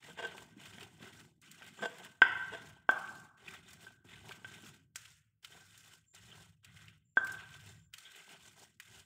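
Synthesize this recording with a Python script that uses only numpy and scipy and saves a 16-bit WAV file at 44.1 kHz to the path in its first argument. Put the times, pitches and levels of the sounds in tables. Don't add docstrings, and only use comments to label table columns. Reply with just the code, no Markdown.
import sys
import numpy as np
from scipy import signal
from scipy.fft import rfft, irfft, next_fast_len
from scipy.io import wavfile
from scipy.ndimage import uniform_filter1d, map_coordinates

SR = 44100
rng = np.random.default_rng(int(sys.argv[2]) if len(sys.argv) > 2 else 0)


def file_out(sig):
    cols = np.atleast_2d(sig).T
    lim = np.clip(cols, -1, 1)
    pcm = np.round(lim * 32767).astype(np.int16)
    wavfile.write(sys.argv[1], SR, pcm)


N = 399105

# pitch_hz, level_db, fade_s (a fade is the time to drop by 60 dB)
BOWL_TONES = [(780, -19.5, 0.016), (1325, -25.5, 0.086), (1554.2, -2, 0.066), (2090, -38, 0.038),
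              (2710, -38, 0.048), (3300, -33, 0.088), (3406, -32.5, .07), (5060, -56.5, 0.12),
              (7160, -47, .12), (9320, -55, .04)]
# pitch_hz, level_db
FIZZ_COLOUR = [(2500, -25.5), (4200, -2.5), (5200, -2), (6200, -2.5), (7700, 2.5), (9000, -3),
               (12000, -9.5), (14500, -4), (16000, -9)]


def amp(db):
    return 10 ** (np.asarray(db) / 20)


def unit(x):
    return x / np.sqrt(np.mean(x ** 2) + 1e-20)


def along(points, hz):
    pitches, values = np.transpose(points)
    return np.interp(np.log(hz + 1), np.log(pitches + 1), values)


def add(track, start_s, sound):
    start = max(round(start_s * SR), 0)
    part = track[start:start + len(sound)]
    part += sound[:len(part)]


def filtered(x, response):
    size = next_fast_len(len(x) + 8192)
    return irfft(rfft(x, size) * response(np.fft.rfftfreq(size, 1 / SR)), size)[:len(x)]


def coloured(x, colour, size=4096):
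    cepstrum = irfft(np.log(amp(along(colour, np.fft.rfftfreq(size, 1 / SR)))))
    cepstrum[1:size // 2] *= 2
    cepstrum[size // 2 + 1:] = 0
    response = irfft(np.exp(rfft(cepstrum)))
    return signal.fftconvolve(x, response / np.linalg.norm(response))[:len(x)]


def resonant(x, peaks):
    return filtered(x, lambda f: sum(amp(db) * 1j * f * width / (hz * hz - f * f + 1j * f * width)
                                     for hz, width, db in peaks))


def narrow_noise(samples, pitch_hz, width_hz):
    return unit(filtered(rng.standard_normal(samples), lambda f: np.exp(-((f - pitch_hz) / width_hz) ** 2)))


def wobble(per_s):
    return map_coordinates(rng.standard_normal(int(N * per_s / SR) + 4), [np.arange(N) * per_s / SR])


def swells(rows):
    gain = np.zeros(N)
    for start_s, length_s, db in rows:
        add(gain, start_s, amp(db) * signal.windows.tukey(int(length_s * SR) + 2, .5))
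    return gain


def held(start_s, length_s, rise_s, fall_db_per_s):
    gain, t = np.zeros(N), np.arange(int((length_s + 1) * SR)) / SR
    add(gain, start_s, np.minimum(t / rise_s, 1) * amp(-fall_db_per_s * np.maximum(t - length_s, 0)))
    return gain


def background():
    # start_s, length_s, level_db
    whistles = [(1.75, 0.17, -68), (6.06, 0.099, -72.5), (7.03, 0.13, -85), (7.62, 0.29, -77)]
    # pitch_hz, level_db
    air_colour = [(30, 1.5), (130, 10), (400, -17), (2000, -22), (16000, -21)]
    whistle = narrow_noise(N, pitch_hz=7300, width_hz=260)
    air = unit(coloured(rng.standard_normal(N), air_colour))
    return swells(whistles) * whistle + amp(-86) * air


def kitchen_echo(x, delay_s=.012, size=256):
    # pitch_hz, fade_s
    fades = [(100, 0.44), (400, 0.47), (1000, 0.96), (1600, 0.78), (3000, 0.78), (6000, 0.29),
             (14000, 0.45)]
    hz, t, bands = signal.stft(rng.standard_normal(SR), SR, nperseg=size)
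    tail = signal.istft(bands * amp(-60 * t / along(fades, hz)[:, None]), SR, nperseg=size)[1]
    tail = np.pad(tail / np.linalg.norm(tail), (int(delay_s * SR), 0))
    return signal.fftconvolve(x, tail)[:len(x)]


def with_near_echoes(x, fade_s=.09, echo_db=-5.5):
    t = np.arange(SR // 10) / SR
    echoes = rng.standard_normal(len(t)) * amp(-60 * t / fade_s)
    echoes *= amp(echo_db) / np.linalg.norm(echoes)
    echoes[0] = 1
    return signal.fftconvolve(x, echoes / np.linalg.norm(echoes))[:len(x)]


def drag(rub_gain, roll_gain, rumble_gain):
    # pitch_hz, width_hz, level_db
    worktop = [(72, 22, -6.5), (103, 20, 3.5), (150, 25, -7)]
    # pitch_hz, level_db
    rumble_colour = [(20, -36), (48, -16.5), (65, 1), (160, 3.5), (260, -13), (700, -45)]
    roll_colour = [(40, -42.5), (100, -9.5), (150, 4.5), (200, 3), (280, -4), (380, -6), (500, -27),
                   (1000, -51)]
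    rub_colour = [(90, -22.5), (190, -3.5), (280, -9), (390, 7), (520, -9), (680, 2.5), (1000, -0.5),
                  (1300, -17.5), (2500, -42)]
    lumpy = lambda swing_db, per_s: rng.standard_normal(N) * amp(swing_db * wobble(per_s))
    rumble = unit(coloured(resonant(lumpy(2.5, 50), worktop), rumble_colour))
    roll = unit(coloured(lumpy(2.5, 50), roll_colour))
    rub = unit(coloured(lumpy(4.9, 140), rub_colour))
    return amp(-2) * rumble_gain * rumble + amp(-2.5) * roll_gain * roll + amp(-5.5) * rub_gain * rub


def bowl_ring(t, evenness=0):
    return sum(amp(db * (1 - evenness) - 60 * t / fade_s) * np.sin(2 * np.pi * hz * t)
               for hz, db, fade_s in BOWL_TONES)


def bowl_singing(squelch_gain, grit_per_s=700):
    grit = (rng.random(N) < grit_per_s / SR) * rng.standard_normal(N)
    ring = bowl_ring(np.arange(SR // 5) / SR, evenness=.45)
    return amp(-9.5) * signal.fftconvolve(unit(grit) * squelch_gain, ring / np.linalg.norm(ring))[:N]


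def thumps(fade_s=0.15):
    # start_s, level_db
    landings = [(0.563, -51.5), (1.022, -51), (1.82, -57), (4.044, -59.5), (4.633, -50.5)]
    # pitch_hz, level_db
    thump_colour = [(40, -43), (120, -0.5), (220, 2), (400, -5.5), (800, -41), (3000, -57.5)]
    track, t = np.zeros(N), np.arange(SR // 4) / SR
    for start_s, db in landings:
        push = rng.standard_normal(len(t)) * amp(-60 * t / fade_s)
        add(track, start_s, amp(db) * coloured(push, thump_colour))
    return track


def squeaks():
    # start_s, length_s, level_db, pitch_hz
    slips = [(3.472, .018, -50, 2450), (4.124, 0.028, -62, 1980), (6.31, .024, -56.5, 3060),
             (8.045, .04, -57, 3400)]
    track = np.zeros(N)
    for start_s, length_s, db, hz in slips:
        slip = narrow_noise(int(length_s * SR) + 2, hz, width_hz=.12 * hz)
        add(track, start_s, amp(db) * slip * signal.windows.tukey(len(slip), .5))
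    return track


def grating(slips_per_s=1400, hiss=0.35):
    # start_s, length_s, level_db
    scrapes = [(.075, .046, -56.5), (.172, 0.024, -49), (.186, 0.027, -42.5), (.218, .048, -42),
               (1.818, 0.051, -37.5), (1.985, 0.022, -57.5), (2.515, 0.047, -46.5)]
    # pitch_hz, width_hz, level_db
    stone = [(474, 54, 1), (663.7, 45, -1.5), (881, 110, -5.5), (1540, 34, 4.5), (2800, 68, -9.5),
             (3220, 120, -13.5), (4700, 320, -21.5), (6870, 440, -24.5)]
    # pitch_hz, level_db
    rasp_colour = [(100, -10), (300, 0.5), (3500, 2), (4200, -7.5), (8000, -4.5), (11000, -23),
                   (16000, -11)]
    slips = unit((rng.random(N) < slips_per_s / SR) * rng.standard_normal(N))
    slips += hiss * rng.standard_normal(N)
    rasp = resonant(slips * swells(scrapes), stone) / np.std(resonant(slips, stone))
    return filtered(rasp, lambda hz: amp(along(rasp_colour, hz)))


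def pops(squelch_gain, small_per_s=9, small_hz=2800, rise_s=0.00053, fade_s=.042):
    # start_s, level_db, pitch_hz, spray_db
    big_pops = [(0.026, -45.5, 2080, -77), (.38, -35.5, 2820, -55.5), (0.7358, -38.5, 2760, -66),
                (0.8076, -36, 3020, -56), (0.83, -37.5, 3000, -52), (1.0274, -37.5, 2830, -60),
                (1.4165, -52, 7900, -59.5), (1.515, -50, 2800, -48), (2.048, -40, 1730, -48.5),
                (2.911, -33.5, 1830, -47), (3.0744, -38.5, 2820, -64.5), (3.4812, -39.5, 2350, -66),
                (3.538, -37, 1820, -54), (3.7323, -47, 1900, -49), (4.2917, -34.5, 2800, -59),
                (4.3203, -33, 2970, -52.5), (4.9588, -27, 6850, -44), (5.054, -39, 3056, -63),
                (5.447, -31, 3110, -47.5), (5.7773, -51, 1825, -52), (6.1485, -38.5, 6810, -64),
                (6.6468, -43, 2950, -52), (6.8823, -38.5, 2670, -65), (7.2465, -49.5, 2775, -48.5),
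                (7.2702, -34, 2210, -43), (7.321, -36.5, 7850, -46), (7.938, -33.5, 2970, -44.5),
                (7.9832, -39, 3870, -48.5), (8.292, -41.5, 2820, -57), (8.8, -33.5, 2570, -47.5)]
    hollow_colour = [(500, -23.5), (1300, 8.5), (5000, -2.5), (15000, -10.5)]  # pitch_hz, level_db
    track, t = np.zeros(N), np.arange(SR // 10) / SR
    small_pops = []
    for when, size, pitch in rng.random((int(small_per_s * N / SR), 3)):
        pressed_db = 20 * np.log10(squelch_gain[int(when * N)] + 1e-9) + 6 * (size - .5)
        hz = small_hz * 2 ** (.7 * (pitch - .5))
        small_pops.append((when * N / SR, pressed_db + 7.5, hz, pressed_db + 2))
    shape = (1 - np.exp(-t / rise_s)) * amp(-60 * t / fade_s)
    for start_s, db, hz, spray_db in big_pops + small_pops:
        snaps, drops = rng.standard_normal((2, len(t))) * amp(3.914 * rng.standard_normal((2, len(t))))
        hollow = coloured(resonant(snaps * shape, [(hz, 0.33 * hz, 0)]), hollow_colour)
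        pop = amp(db - 5.5) * hollow / np.abs(hollow).max()
        spray = amp(spray_db - 1.5) * unit(coloured(drops, FIZZ_COLOUR)) * shape
        add(track, start_s - .001, pop + spray)
    return track


def knocks(impact=8, chatter=.5, ring_rise_s=.001):
    # start_s, ring_db, thud_db, crack_db
    hits = [(0.38, -57, -44.5, -47), (0.784, -57, -60, -44), (1.621, -47, -54.5, -43),
            (1.791, -41.5, -42.5, -56), (1.823, -32, -39, -41), (2.2188, -4.5, -17.5, -10),
            (2.891, -11, -18.5, -26.5), (3.867, -39, -59, -60), (4.31, -39.5, -45.5, -65),
            (4.446, -34, -52, -37.5), (4.958, -44, -68, -39.5), (7.171, -10, -27, -49)]
    # pitch_hz, level_db
    thud_colour = [(30, -49.5), (120, -19.5), (200, -9), (420, -5), (650, -3.5), (1000, 3), (1350, 5),
                   (1900, -26.5), (4000, -45.5), (16000, -58.5)]
    crack_colour = [(300, -15), (1100, -11.5), (1400, 0.5), (2000, 2), (2400, -4), (2850, -3), (3350, 0.5),
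                    (3800, -33.5), (4400, -38.5), (5000, -16), (5800, -41), (16000, -49.5)]
    track, t = np.zeros(N), np.arange(SR) / SR
    force = lambda fade_s: (impact * (t == 0)
                            + chatter * rng.standard_normal(len(t)) * amp(-60 * t / fade_s))
    for start_s, ring_db, thud_db, crack_db in hits:
        ring = amp(ring_db) * bowl_ring(t) * (1 - np.exp(-t / ring_rise_s))
        thud = amp(thud_db) * coloured(force(fade_s=0.028), thud_colour)
        crack = amp(crack_db - 4) * coloured(force(fade_s=0.027), crack_colour)
        room = kitchen_echo(amp(-11.5) * ring + amp(-9.5) * thud + amp(-8.5) * crack)
        add(track, start_s, ring + thud + crack + room)
    return track


def pestle_effort(push_rise_s=0.061):
    # start_s, length_s, squelch_db, fizz_over_squelch_db, rub_db, rumble_db,
    # roll_db
    strokes = [(-0.022, 0.53, -72, -4, -80, -67.5, -64), (0.588, 0.67, -71.5, 0.5, -69, -66, -62.5),
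               (1.419, 0.68, -64.5, -2.5, -83.5, -75, -64.5), (2.211, 0.49, -62, -4, -61.5, -62, -63),
               (2.884, 0.31, -64.5, 1, -64, -67.5, -61.5), (3.369, 0.54, -67, -5, -69, -67.5, -67),
               (4.04, 0.7, -67.5, -2.5, -70, -62, -64.5), (4.946, .17, -68.5, 5, -83, -68, -93),
               (5.424, .52, -65.5, 0.5, -79, -69, -75), (6.132, .3, -64, -1.5, -69.5, -62.5, -76.5),
               (6.626, 0.27, -65.5, -7, -80.5, -60, -74.5), (7.156, 0.59, -66, -3, -72, -59.5, -73.5),
               (7.927, 0.32, -63, -3.5, -85, -95, -95), (8.338, .33, -68, -0.5, -83.5, -72, -70),
               (8.815, 0.18, -65.5, -2.5, -96, -66, -87)]
    # start_s, length_s, squelch_db, fizz_db, rub_db
    pushes = [(0.033, 0.08, -59.5, -62.5, -57.5), (0.169, 0.14, -54.5, -66.5, -55.5),
              (0.322, 0.1, -62, -63, -56), (0.586, 0.1, -58, -62, -62.5), (.725, 0.027, -57.5, -61.5, -55),
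              (0.779, 0.059, -58, -63, -55), (1.01, 0.073, -55, -62, -56.5),
              (1.134, 0.066, -59.5, -62.5, -68), (1.589, 0.079, -57.5, -67.5, -59.5),
              (1.79, 0.062, -55.5, -67, -46), (1.95, .1, -59.5, -66, -55), (2.52, 0.059, -56, -67.5, -56.5),
              (3.102, 0.021, -68.5, -59.5, -57.5), (3.458, 0.091, -54.5, -61.5, -57),
              (3.689, 0.039, -58.5, -60.5, -78), (3.804, .05, -61.5, -63, -65),
              (4.089, 0.084, -56.5, -68, -65), (4.244, 0.095, -60, -62.5, -56),
              (4.453, 0.12, -58.5, -63, -65), (4.615, 0.078, -61, -60.5, -64),
              (5.041, 0.049, -65, -88, -83), (5.501, 0.11, -61.5, -70, -65), (5.69, 0.12, -68, -71, -98),
              (5.846, .075, -66, -69, -68.5), (6.292, 0.065, -60.5, -74.5, -62),
              (6.367, .06, -75, -67, -66), (6.729, 0.086, -61, -65, -78), (7.276, .075, -56, -58.5, -56.5),
              (7.375, .05, -57.5, -69.5, -61.5), (7.523, 0.028, -55, -62.5, -66),
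              (7.63, .075, -61, -62.5, -65), (7.973, 0.052, -67, -60.5, -91), (8.046, 0.031, -55, -69, -67),
              (8.143, 0.063, -58, -62, -65), (8.282, 0.047, -57, -61.5, -56),
              (8.423, 0.06, -65.5, -64, -65), (8.577, 0.046, -63, -60, -59),
              (8.899, 0.094, -63.5, -62, -64)]
    power = np.zeros((5, N))
    for start_s, length_s, squelch_db, fizz_over_db, rub_db, rumble_db, roll_db in strokes:
        slide = held(start_s, length_s, rise_s=.008, fall_db_per_s=153.5)
        power[:3] += np.outer(amp([squelch_db, squelch_db + fizz_over_db, rub_db]), slide) ** 2
        power[3] += (amp(roll_db) * held(start_s, length_s, rise_s=0.06, fall_db_per_s=93)) ** 2
        power[4] += (amp(rumble_db) * held(start_s, length_s, rise_s=0.06, fall_db_per_s=57)) ** 2
    for start_s, length_s, squelch_db, fizz_db, rub_db in pushes:
        push = held(start_s - push_rise_s / 2, length_s + push_rise_s / 2, push_rise_s, fall_db_per_s=274)
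        roll_db = rub_db - 10.5
        power[:4] += np.outer(amp([squelch_db, fizz_db, rub_db, roll_db]), push) ** 2
    return np.sqrt(power)


def bubbles(per_s, pitch_hz, spread, cycles, scatter_db, rise, size=300):
    count = int(per_s * N / SR)
    start = rng.integers(0, N, (count, 1))
    pitch = np.clip(pitch_hz * np.exp(spread * rng.standard_normal((count, 1))), 300, SR / 3)
    strength = amp(scatter_db * np.minimum(rng.exponential(size=(count, 1)), 3))
    age = pitch * np.arange(size) / SR / cycles
    phase = 2 * np.pi * cycles * (age + rise * (age - 1 + np.exp(-age)))
    waves = strength * np.exp(-age) * np.sin(phase)
    return unit(np.bincount((start + np.arange(size)).ravel(), waves.ravel(), N)[:N])


def squelch(squelch_gain, fizz_gain, film_hiss=0.43, pocket_swing_db=7.5):
    # pitch_hz, level_db
    pulp_colour = [(500, -30), (1000, -10), (1200, -6), (1500, 4), (1800, -5), (2400, -4), (3100, 2.5),
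                   (3900, -1), (5500, -12.5), (9000, -45)]
    # pitch_hz, width_hz, level_db
    air_pockets = [(1138, 370, -9), (1950, 260, -5.5), (2450, 840, -6), (2760, 780, -0.5), (3270, 300, -3),
                   (4460, 990, -6)]
    clumps_db = 2.3 * wobble(110)
    bubbling = bubbles(per_s=1300, pitch_hz=2275, spread=.45, cycles=3.6, scatter_db=-0.5, rise=.12)
    spray = bubbles(per_s=4100, pitch_hz=7550, spread=0.49, cycles=4.5, scatter_db=-2.5, rise=0.11)
    wet = bubbling + film_hiss * rng.standard_normal(N)
    pockets = unit(sum(resonant(wet, [pocket]) * amp(pocket_swing_db * np.tanh(wobble(per_s=16)))
                       for pocket in air_pockets))
    body = unit(unit(coloured(wet, pulp_colour)) + amp(-4) * pockets)
    fizz = unit(coloured(spray + 0.65 * rng.standard_normal(N), FIZZ_COLOUR))
    body *= amp(clumps_db - 1.5)
    fizz *= amp(clumps_db + 1.2 * wobble(220) - 2.84)
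    return squelch_gain * body + fizz_gain * fizz


def scene():
    squelch_gain, fizz_gain, rub_gain, roll_gain, rumble_gain = pestle_effort()
    grate = grating()
    skins = pops(squelch_gain) + squeaks()
    room = kitchen_echo(amp(-15) * grate + amp(-17.5) * skins)
    pulp = with_near_echoes(squelch(squelch_gain, fizz_gain))
    sliding = bowl_singing(squelch_gain) + drag(rub_gain, roll_gain, rumble_gain)
    return (knocks() + thumps() + grate + skins + room + pulp + sliding + background())[None]


def record(dry, low_cut_hz=52, top_hz=15650, size=512):
    # pitch_hz, level_db
    hush_levels = [(100, -102), (500, -102), (1500, -93.5), (5000, -104), (15000, -116)]
    band_hz, _, bands = signal.stft(dry[0], SR, nperseg=size)
    power = uniform_filter1d(np.abs(bands) ** 2, size=9, axis=0)
    power = np.abs(uniform_filter1d(power, size=3, axis=1))
    threshold = amp(along(hush_levels, band_hz))[:, None] ** 2
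    hushed = signal.istft(bands * np.sqrt(power / (power + threshold)), nperseg=size)[1][:N]
    low_cut = signal.butter(4, low_cut_hz, "highpass", fs=SR, output="sos")
    return filtered(signal.sosfilt(low_cut, hushed), lambda hz: hz < top_hz)[None]


dry = scene()
out = record(dry)
file_out(out)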